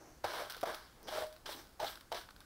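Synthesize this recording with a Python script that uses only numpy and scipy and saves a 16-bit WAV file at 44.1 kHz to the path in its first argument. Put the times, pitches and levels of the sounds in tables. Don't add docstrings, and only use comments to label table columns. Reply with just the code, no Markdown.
import sys
import numpy as np
from scipy import signal
from scipy.fft import rfft, irfft
from scipy.io import wavfile

SR = 44100
rng = np.random.default_rng(int(sys.argv[2]) if len(sys.argv) > 2 else 0)


def waveform_to_disk(signal):
    frames = np.transpose(np.atleast_2d(signal))
    scaled = np.clip(frames, -1, 1) * 32767
    samples = np.round(scaled).astype(np.int16)
    wavfile.write(sys.argv[1], SR, samples)


N = 108045
TIME = np.arange(N) / SR


def undb(db):
    return 10 ** (np.asarray(db) / 20)


def unit(x):
    return x / np.sqrt(np.mean(x ** 2) + 1e-24)


def colour(x, spectrum, spot_hz=0., width_hz=183, bright_db=0., size=2048):
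    shelf_hz, spot_db = 5860, 9.5
    f = np.maximum(np.fft.rfftfreq(size, 1 / SR), 1)
    hz, db = np.array(spectrum).T
    shelf_db = bright_db / (1 + (shelf_hz / f) ** 2)
    gain = undb(np.interp(np.log(f), np.log(hz), db) + shelf_db)
    if spot_hz:
        gain = gain + undb(spot_db) / (1 + (2 * (f - spot_hz) / width_hz) ** 2)
    cepstrum = irfft(np.log(gain))
    cepstrum[1:size // 2] *= 2
    cepstrum[size // 2 + 1:] = 0
    response = irfft(np.exp(rfft(cepstrum)))
    return signal.oaconvolve(x, response)[:len(x)]


def grains(per_s, spread_db, count=N):
    chance, size, sign = rng.random(count), rng.standard_normal(count), rng.choice([-1, 1], count)
    return unit((chance < per_s / SR) * sign * undb(spread_db * np.minimum(size, 2)))


def touch(start, attack_s=0.0024):
    return np.clip((TIME - start) / attack_s, 0, 1)


def add(out, start, x, db, length):
    i = max(int(start * SR), 0)
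    x = x * undb(db) * np.sqrt(length * SR / np.sum(x ** 2))
    out[i:i + len(x)] += x[:N - i]


def ring(x, modes):
    out = np.zeros(N)
    for hz, t60, db in modes:
        pole = np.exp((2j * np.pi * hz - np.log(1000) / t60) / SR)
        out += undb(db) * 2 * (1 - abs(pole)) * signal.lfilter([1], [1, -pole], x).real
    return x + out


# f/Hz, relative level/dB
GARAGE_SPECTRUM = [(12, -37), (20, 2.5), (252, -10), (1580, -18), (2840, -26), (3960, -26), (4310, -23),
                   (6020, -26.5), (15500, -30)]


def garage(noise_db=-62.5, hum_hz=58.4, hum_db=-76):
    air = unit(colour(rng.standard_normal(N), GARAGE_SPECTRUM, size=8192))
    hum = unit(np.sin(2 * np.pi * hum_hz * TIME))
    return undb(noise_db) * air + undb(hum_db) * hum


# f/Hz, relative level/dB
COVER_SPECTRUM = [(60, -10), (200, -17.5), (330, -7), (480, 2), (800, 3), (1050, -3), (1500, -5.5),
                  (2200, -13.5), (4000, -25), (16000, -28)]
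# start t/s, lift t/s, first level/dB, last level/dB, decay/(dB/s),
# resonance of the pressed spot f/Hz, bandwidth/Hz
PRESSES = [(0, 0.064, -61, -60.5, 97, 314, 74), (0.26, 0.419, -55.5, -45, 283, 648, 300),
           (0.66, 0.706, -44.5, -43.5, 415, 616, 324), (0.965, 1.071, -71, -53.5, 300, 377, 296),
           (1.113, 1.226, -43.5, -41.5, 405, 618, 57), (1.448, 1.532, -60, -58.5, 212, 463, 310),
           (1.545, 1.594, -56, -58.5, 264, 299, 92), (1.795, 1.84, -44, -43, 270, 730, 400),
           (2.123, 2.126, -36, -41.5, 263, 750, 310)]


def judder():
    out = np.zeros(N)
    for start, lift, first_db, last_db, fade, hz, width_hz in PRESSES:
        db = np.interp(TIME, [start, lift], [first_db, last_db]) - fade * np.maximum(TIME - lift, 0)
        slips = grains(per_s=900, spread_db=1.0)
        steady_rms = np.std(colour(slips, COVER_SPECTRUM, hz, width_hz))
        force = touch(start) * undb(db) * slips
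        out += colour(force, COVER_SPECTRUM, hz, width_hz) / steady_rms
    return out


# middle t/s, level/dB, half duration/s, band centre f/Hz
GRAZES = [(0.068, -69.5, 0.086, 6000), (0.827, -65.5, 0.043, 4750), (1.056, -64, 0.018, 5430),
          (1.53, -51, 0.011, 3700), (1.595, -62, 0.028, 5670), (1.876, -44, 0.0093, 3800),
          (2.17, -48.5, .011, 3630)]


def grazing(width_hz=1140):
    out = np.zeros(N)
    for middle, db, half_length, hz in GRAZES:
        band = signal.butter(2, [hz - width_hz / 2, hz + width_hz / 2], "bandpass", fs=SR, output="sos")
        level = undb(db) * np.exp(-((TIME - middle) / half_length) ** 2 / 2)
        out += level * unit(signal.sosfilt(band, grains(per_s=3000, spread_db=2)))
    return out


# f/Hz, decay time T60/s, gain/dB
PART_MODES = [(345, .3, -4), (484, .15, -5), (621, .26, 1), (815, .22, -1), (970, .15, -6), (1310, .2, -3),
              (1605, .2, -2), (2140, .15, -4), (2300, .18, -4)]


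def covered_part(brush):
    return ring(brush, PART_MODES)


def reverberation(x, t60_s=0.45, delay_s=0.0077, db=-19):
    decay = np.exp(-np.log(1000) * TIME / t60_s) * (TIME > delay_s)
    tail = rng.standard_normal(N) * decay
    tail /= np.sqrt(np.sum(tail ** 2))
    dull_tail = colour(tail, [(100, 3), (1500, 1.5), (5000, -9.5), (15000, -52)])
    return undb(db) * signal.fftconvolve(x, dull_tail)[:N]


def sweep(start, fastest, swell_db, fade):
    early = np.clip((fastest - TIME) / (fastest - start), 0, 1)
    return touch(start) * undb(-swell_db * early ** 2 - fade * np.maximum(TIME - fastest, 0))


# f/Hz, relative level/dB
RASP_SPECTRUM = [(150, -36), (350, -2), (600, -16), (1000, 1), (1300, -1.5), (1600, 0), (1900, -8.5),
                 (2250, -7.5), (2700, -20.5), (5000, -28), (16000, -20.5)]
SCRATCH_SPECTRUM = [(200, -53), (1500, 1), (2600, -7), (3050, 2.5), (3900, 2.5), (4500, 0), (5700, -2),
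                    (6300, -8.5), (7200, -34), (12000, -29.5)]
HISS_SPECTRUM = [(500, -35), (4500, -12), (7000, -4), (8200, 1), (10300, -1), (11800, 0), (13000, -.6),
                 (14500, .3), (15700, -2.5)]
# start t/s, fastest t/s, scratch level/dB, swell/dB, decay/(dB/s),
# rasp level/dB and hiss level/dB, both relative to the scratch
BRUSH_STROKES = [(0.238, 0.406, -49, 3, 138, 3.5, -8), (0.502, 0.508, -60.5, 2.5, 37, -6, -9),
                 (0.653, 0.693, -53.5, -0.5, 120, 7.5, -9), (1.071, 1.201, -49, 5.5, 187, -2, -4.5),
                 (1.456, 1.523, -51, -1, 198, -3, -2), (1.557, 1.608, -70, 14, 352, 7.5, 1),
                 (1.795, 1.892, -49, 5, 200, -3.5, -3.5), (2.112, 2.178, -49, 19, 232, -2.5, -7.5)]


def bristles(hiss_swell_db=10.5, hiss_lag_s=0.01):
    rasp, scratch, hiss = np.zeros((3, N))
    for start, fastest, db, swell_db, fade, rasp_db, hiss_db in BRUSH_STROKES:
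        level = undb(db) * sweep(start, fastest, swell_db, fade)
        scratch += level
        rasp += undb(rasp_db) * level
        hiss += undb(db + hiss_db) * sweep(start, fastest + hiss_lag_s, hiss_swell_db, fade)
    return (rasp * unit(colour(grains(per_s=2200, spread_db=1.5), RASP_SPECTRUM))
            + scratch * unit(colour(grains(per_s=5000, spread_db=3.5), SCRATCH_SPECTRUM))
            + hiss * unit(colour(grains(per_s=16000, spread_db=2.5), HISS_SPECTRUM)))


# t/s, centre f/Hz
TREBLE_DIPS = [(1.08, 14000), (1.16, 12600), (1.52, 12400), (1.57, 9700), (1.8, 12200), (1.89, 9800),
               (2.12, 12600)]


def tilt(x, floor_db=-13, width_hz=1440):
    times, centres = np.array(TREBLE_DIPS).T
    notched = np.zeros(N)
    for share, hz in zip(np.eye(len(times)), centres):
        crossfade = np.interp(TIME, times, share)
        notched += crossfade * signal.lfilter(*signal.iirnotch(hz, hz / width_hz, SR), x)
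    return notched + undb(floor_db) * (x - notched)


# t/s, duration/s, thud level/dB, resonance f/Hz, crack level/dB
LANDINGS = [(0.2426, 0.012, -33, 693, -49), (0.564, 0.0046, -51, 510, -68.5),
            (0.6297, 0.013, -32, 628, -53.5), (1.083, 0.015, -45.5, 720, -48),
            (1.222, 0.004, -36, 630, -57), (1.235, 0.0032, -40.5, 645, -54), (1.461, 0.0039, -56, 656, -42),
            (1.49, 0.0023, -38, 572, -60), (1.8, 0.0016, -32, 880, -41.5), (1.829, 0.012, -40, 623, -66),
            (1.843, 0.0055, -34.5, 730, -45.5), (2.118, 0.015, -40, 716, -45.5),
            (2.145, 0.0026, -36, 700, -40.5)]


def knocks(fall_s=0.0056, hiss_db=-15, count=4096):
    t, out = TIME[:count], np.zeros(N)
    for start, length, thud_db, hz, crack_db in LANDINGS:
        contact = np.exp(-np.maximum(t - length / 2, 0) / fall_s)
        force = contact * grains(per_s=2500, spread_db=2.0, count=count)
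        add(out, start, colour(force, COVER_SPECTRUM, hz), thud_db, length)
        snap = contact * grains(per_s=6400, spread_db=6.0, count=count)
        crack = colour(snap, SCRATCH_SPECTRUM) + undb(hiss_db) * colour(snap, HISS_SPECTRUM)
        add(out, start, crack, crack_db, length)
    return out


# t/s, peak level/dB, f/Hz, rise time/s
PUSHES = [(0.245, -53, 87, 0.0081), (1.224, -52.5, 630, 0.03)]


def bumps():
    out = np.zeros(N)
    for start, db, hz, rise in PUSHES:
        age = np.maximum(TIME - start, 0)
        envelope = age / rise * np.exp(1 - age / rise)
        out += undb(db) * envelope * np.sin(2 * np.pi * hz * age)
    return out


# f/Hz, relative level/dB
PAN_SPECTRUM = [(150, -25), (600, -10.5), (1000, 0), (1450, 5.5), (2000, -5.5), (2600, -5), (3800, 0.5),
                (5200, -1), (6900, -14.5), (9000, -9.5), (13200, -8.5), (15700, -9)]
# f/Hz, decay time T60/s, gain/dB
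DUSTPAN_MODES = [(1507, 0.051, 0.5), (1730, 0.054, -7), (3850, 0.035, -10), (4900, 0.13, -12)]
# t/s, level/dB, scatter time/s, treble shelf/dB
CLUMPS = [(0.338, -39, 0.0023, -26), (.498, -42.5, 0.0054, 3), (0.504, -44.5, 0.0088, 2),
          (.522, -38, 0.0011, 4), (.537, -45.5, 0.0016, -20), (0.5457, -42, 0.002, -13),
          (0.567, -45.5, .002, 5), (.577, -54, 0.01, -6), (0.611, -42, 0.00089, 8),
          (0.615, -41.5, 0.0012, 1), (.738, -51, 0.004, -30), (0.7449, -39, 0.0023, -1),
          (0.753, -45, 0.0012, 14), (1.0294, -51.5, 0.0015, 13), (1.268, -48, 0.0013, 11),
          (1.3268, -45.5, 0.00075, 3), (1.364, -50.5, 0.0014, -1), (1.956, -46, 0.0015, -3),
          (1.974, -45.5, 0.00078, -5), (2.009, -50, 0.0024, -8), (2.212, -47, 0.0019, -7),
          (2.288, -50.5, 0.004, -42), (2.306, -53, 0.0037, -8), (2.363, -50, 0.0011, -8),
          (2.4049, -45, 0.00095, -8)]


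def shavings(tail_s=0.035, tail_db=-14.5, flight_s=0.076, settle_s=0.056, stray_db=-70, count=4096):
    t, ticks = TIME[:count], np.zeros(N)
    for start, db, scatter, bright_db in CLUMPS:
        envelope = np.exp(-(t / scatter) ** 2 / 2) + undb(tail_db) * np.exp(-t / tail_s)
        impacts = envelope * grains(per_s=13000, spread_db=2, count=count)
        add(ticks, start, colour(impacts, PAN_SPECTRUM, bright_db=bright_db), db, scatter)
    falling = np.zeros(N)
    for _, fastest, *_ in BRUSH_STROKES:
        falling += np.exp(-np.abs(TIME - fastest - flight_s) / settle_s)
    strays = unit(colour(grains(per_s=550, spread_db=4), PAN_SPECTRUM))
    return ring(ticks + undb(stray_db) * falling * strays, DUSTPAN_MODES)


def scene():
    brush = tilt(bristles() + knocks()) + judder() + grazing()
    direct = covered_part(brush) + bumps() + shavings()
    return (direct + reverberation(direct) + garage())[None]


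def record(dry, cutoff_hz=15720):
    return signal.sosfilt(signal.ellip(12, .1, 70, cutoff_hz, fs=SR, output="sos"), dry)


dry = scene()
out = record(dry)
waveform_to_disk(out)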